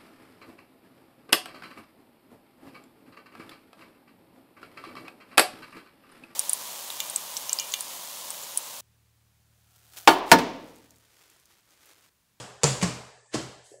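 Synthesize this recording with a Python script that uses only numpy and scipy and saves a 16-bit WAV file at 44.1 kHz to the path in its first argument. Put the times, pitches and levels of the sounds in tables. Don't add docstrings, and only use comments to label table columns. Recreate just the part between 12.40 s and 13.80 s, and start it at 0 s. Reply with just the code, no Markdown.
import sys
import numpy as np
from scipy import signal
from scipy.io import wavfile
from scipy.ndimage import uniform_filter1d

SR = 44100
rng = np.random.default_rng(int(sys.argv[2]) if len(sys.argv) > 2 else 0)


def generate_wav(signal):
    frames = np.transpose(np.atleast_2d(signal))
    scaled = np.clip(frames, -1, 1) * 32767
    pcm = np.round(scaled).astype(np.int16)
    wavfile.write(sys.argv[1], SR, pcm)


N = 61739
T = np.arange(SR) / SR


def amp(db):
    return 10 ** (np.asarray(db) / 20)


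def unit(x):
    return x / np.sqrt(np.sum(x ** 2) / SR + 1e-20)


def read(points, hz):
    f, value = np.transpose(points)
    return np.interp(np.log(hz + 1), np.log(f), value)


def add(mix, s, sound):
    at = round(s * SR)
    sound = sound[max(-at, 0):]
    part = mix[max(at, 0):][:len(sound)]
    part += sound[:len(part)]


def colour(x, points, size=4096):
    hz = abs(np.fft.fftfreq(size, 1 / SR))
    log_gain = np.log(amp(read(points, hz)))
    response = np.exp(np.conj(signal.hilbert(log_gain)))
    taps = np.fft.ifft(response).real[:size // 2]
    return unit(signal.fftconvolve(x, taps)[:len(x)])


def swell(rise_s, fall_s):
    return (1 - np.exp(-T / rise_s)) * np.exp(-T / fall_s)


# f/Hz, relative level/dB per Hz
AIR_SPECTRUM = [(25, 0), (100, -4), (250, 14), (550, 0), (1200, -29), (1750, 24), (2300, -11), (4500, 1),
                (8000, 15.5), (11000, -18), (16000, -23)]
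AIR_DB = -66
HUM_HZ, HUM_DB = 119, -74


def background():
    hum = amp(HUM_DB) * np.sqrt(2) * np.sin(2 * np.pi * HUM_HZ * np.arange(N) / SR)
    air = colour(rng.standard_normal(N), AIR_SPECTRUM)
    return hum + amp(AIR_DB) * np.sqrt(N / SR) * air


# f/Hz, t60/s
QUICK_DECAY = [(60, 0.58), (170, 0.46), (400, 0.36), (1000, 0.2), (3000, 0.52), (7000, 0.43), (15000, 0.6)]
# f/Hz, starting level/dB relative to the quick decay
SLOW_LEVEL = [(60, -26), (200, -38), (600, -4.5), (1500, -7), (4000, -13), (8000, -23.5), (15000, -16.5)]
SLOW_T60, ROOM_RISE_S = 1.144, 0.0036


def room(x, size=256):
    hz, t, z = signal.stft(rng.standard_normal(SR), SR, nperseg=size)
    quick = amp(-60 * t / read(QUICK_DECAY, hz)[:, None])
    slow = amp(read(SLOW_LEVEL, hz)[:, None] - 60 * t / SLOW_T60)
    tail = signal.istft(z * (quick + slow), SR, nperseg=size)[1][:SR]
    tail = tail * (1 - np.exp(-T / ROOM_RISE_S))
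    return unit(signal.fftconvolve(x, tail)[:SR]) * np.std(x)


# f/Hz, relative level/dB per Hz
CRACK_SPECTRUM = [(100, -29), (500, 2), (1350, 2.5), (2300, 1.5), (3600, -2), (4600, 0.5), (5600, -7.5),
                  (6900, 6.5), (8500, 3), (10500, -6.5), (13000, -23), (16000, -23)]
# f/Hz, relative level/dB per Hz
CRUSH_SPECTRUM = [(30, -11.5), (80, 11.5), (220, 19), (550, 8.5), (1100, 9), (2000, 2), (3200, -1.5),
                  (4800, 4), (8000, 4), (10000, -14), (12500, -18.5), (16000, -40)]
CRACK_FALL_S, CRUSH_RISE_S, CRUSH_FALL_S = 0.00056, 0.006, 0.0075
ECHO_S, ECHO_DB = 0.007, 4
ECHO_BAND_HZ = (3400, 8400)


def slap(crack_db, crush_db, direct_db=-1.5, crack_room_db=-2):
    click = signal.unit_impulse(SR)
    burst = rng.standard_normal(SR) * np.exp(-T / CRACK_FALL_S)
    crack = amp(crack_db) * colour(unit(click) + unit(burst), CRACK_SPECTRUM)
    bright = signal.butter(2, ECHO_BAND_HZ, "band", fs=SR, output="sos")
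    add(crack, ECHO_S, amp(ECHO_DB) * signal.sosfilt(bright, crack))
    crush = colour(rng.standard_normal(SR) * swell(CRUSH_RISE_S, CRUSH_FALL_S), CRUSH_SPECTRUM)
    crush_room = room(colour(click, CRUSH_SPECTRUM))
    cover = amp(crush_db) * (amp(direct_db) * crush + crush_room)
    return crack + amp(crack_room_db) * room(crack) + cover


def knock(db, hz, rise_s, fall_s, room_db):
    shape = swell(rise_s, fall_s) * (1 - np.exp(-T / rise_s))
    dry = amp(db) * unit(np.gradient(np.cos(2 * np.pi * hz * T) * shape))
    return dry + amp(room_db) * room(dry)


BOOM_T60, BOOM_ROOM_DB = 0.21, -17
BOOM_SAG, BOOM_SAG_S = 0.25, 0.02


def boom(db, hz, swell_s):
    turns = np.cumsum(hz * (1 + BOOM_SAG * np.exp(-T / BOOM_SAG_S))) / SR
    shape = (1 - np.exp(-(T / swell_s) ** 2)) * np.exp(-np.log(1000) * T / BOOM_T60)
    dry = amp(db) * unit(np.sin(2 * np.pi * turns) * shape)
    return dry + amp(BOOM_ROOM_DB) * room(dry)


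# f/Hz, level/dB relative to the crush, t60/s
MODES = [(43, -27.5, 0.47), (75.7, -20, 0.51), (125.1, -8, 0.56), (300, -13.5, 0.35), (412, -25, 1.18),
         (432, -23.5, 1.12), (482.4, -28.5, 0.63), (596, -17, .95), (732, -22, 1.3)]
MODE_RISE_S = 0.016


def rings():
    total = 0
    for hz, db, t60 in MODES:
        tone = np.sin(2 * np.pi * (hz * T + rng.random()))
        total = total + amp(db) * unit(tone * swell(MODE_RISE_S, t60 / np.log(1000)))
    return total


# t/s, crack level/dB, crush level/dB, knock level/dB, knock f/Hz,
# boom level/dB, settled boom f/Hz, boom swell/s
BLOWS = [(-.12, -47.5, -44, -48, 413, -65, 121, 0.017), (.2342, -42, -39.5, -43, 457, -37.5, 134.4, 0.02),
         (0.4254, -57, -42.5, -60, 508, -38, 166.2, 0.0043),
         (0.9436, -66.5, -47.5, -47.5, 332, -54, 134, 0.026)]
KNOCK_RISE_S, KNOCK_FALL_S, KNOCK_ROOM_DB = 0.00092, 0.0033, -5
WALL_S, WALL_DB = 0.0125, -1.5


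def punches(mix):
    for s, crack_db, crush_db, knock_db, knock_hz, boom_db, boom_hz, swell_s in BLOWS:
        cover = slap(crack_db, crush_db)
        padding = knock(knock_db, knock_hz, KNOCK_RISE_S, KNOCK_FALL_S, KNOCK_ROOM_DB)
        mattress = boom(boom_db, boom_hz, swell_s) + amp(crush_db) * rings()
        add(mix, s, cover + padding + mattress)
        add(mix, s + WALL_S, amp(WALL_DB) * padding)


def rub(length, db, growth_db, spectrum, grain_db=2, room_db=1.97):
    strength_db = grain_db * np.repeat(rng.standard_normal(SR), 32)[:SR]
    grains = rng.standard_normal(SR) * amp(strength_db)
    growth = amp(growth_db * np.minimum(T / length, 1)) * (T < length)
    dry = amp(db) * colour(grains * growth, spectrum)
    return dry + amp(room_db) * room(dry)


# t/s, length/s, level/dB, growth/dB
BRUSH_STROKES = [(0.214, 0.049, -62.5, 11.5), (0.413, 0.0075, -53, 10), (0.916, .03, -52, 36.5)]
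# f/Hz, relative level/dB per Hz
BRUSH_SPECTRUM = [(40, -17), (150, 2), (450, 7), (900, 4), (2500, 6), (7500, 0.5), (10000, -6.5),
                  (16000, -50)]


def brushes(mix):
    for s, length, db, growth_db in BRUSH_STROKES:
        add(mix, s, rub(length, db, growth_db, BRUSH_SPECTRUM))


# t/s, length/s, level/dB
FOOT_SLIDES = [(0.851, 0.045, -87), (1.24, 0.032, -74), (1.285, .045, -76.5)]
# f/Hz, relative level/dB per Hz
SLIDE_SPECTRUM = [(100, -22), (600, -28), (1200, -2), (3000, -6.5), (5500, -2.5), (8000, 7), (10500, -5.5),
                  (16000, -33)]


def slides(mix, growth_db=6):
    for s, length, db in FOOT_SLIDES:
        add(mix, s, rub(length, db, growth_db, SLIDE_SPECTRUM))


# t/s, level/dB, f/Hz
FOOT_TAPS = [(1.3164, -71, 383), (1.3408, -69.5, 530)]
TAP_RISE_S, TAP_FALL_S, TAP_ROOM_DB = 0.0019, 0.0023, -0.5


def taps(mix):
    for s, db, hz in FOOT_TAPS:
        add(mix, s, knock(db, hz, TAP_RISE_S, TAP_FALL_S, TAP_ROOM_DB))


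def scene():
    mix = background()
    punches(mix)
    brushes(mix)
    slides(mix)
    taps(mix)
    return mix[None]


# f/Hz, level/dB per Hz
THRESHOLD = [(50, -112), (120, -102), (220, -85), (600, -89.5), (1200, -88), (2500, -101), (5000, -105),
             (8000, -111), (12000, -118), (16000, -128)]
GATE_SLOPE, GATE_DEPTH_DB = 1.3, 14
EDGE_HZ = 16100


def record(dry, size=1024):
    frames = dict(nperseg=size, noverlap=size * 3 // 4, scaling="psd")
    hz, t, z = signal.stft(dry[0], SR, **frames)
    power = uniform_filter1d(abs(z) ** 2, size=5, axis=0)
    power = uniform_filter1d(power, size=5, axis=1)
    under_db = read(THRESHOLD, hz)[:, None] - 10 * np.log10(abs(power) + 1e-20)
    z = z * amp(-np.clip(GATE_SLOPE * under_db, 0, GATE_DEPTH_DB))
    gated = signal.istft(z, SR, **frames)[1][:N]
    low_pass = signal.firwin(511, EDGE_HZ, window=("kaiser", 9), fs=SR)
    return signal.oaconvolve(gated, low_pass, "same")[None]


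dry = scene()
out = record(dry)
generate_wav(out)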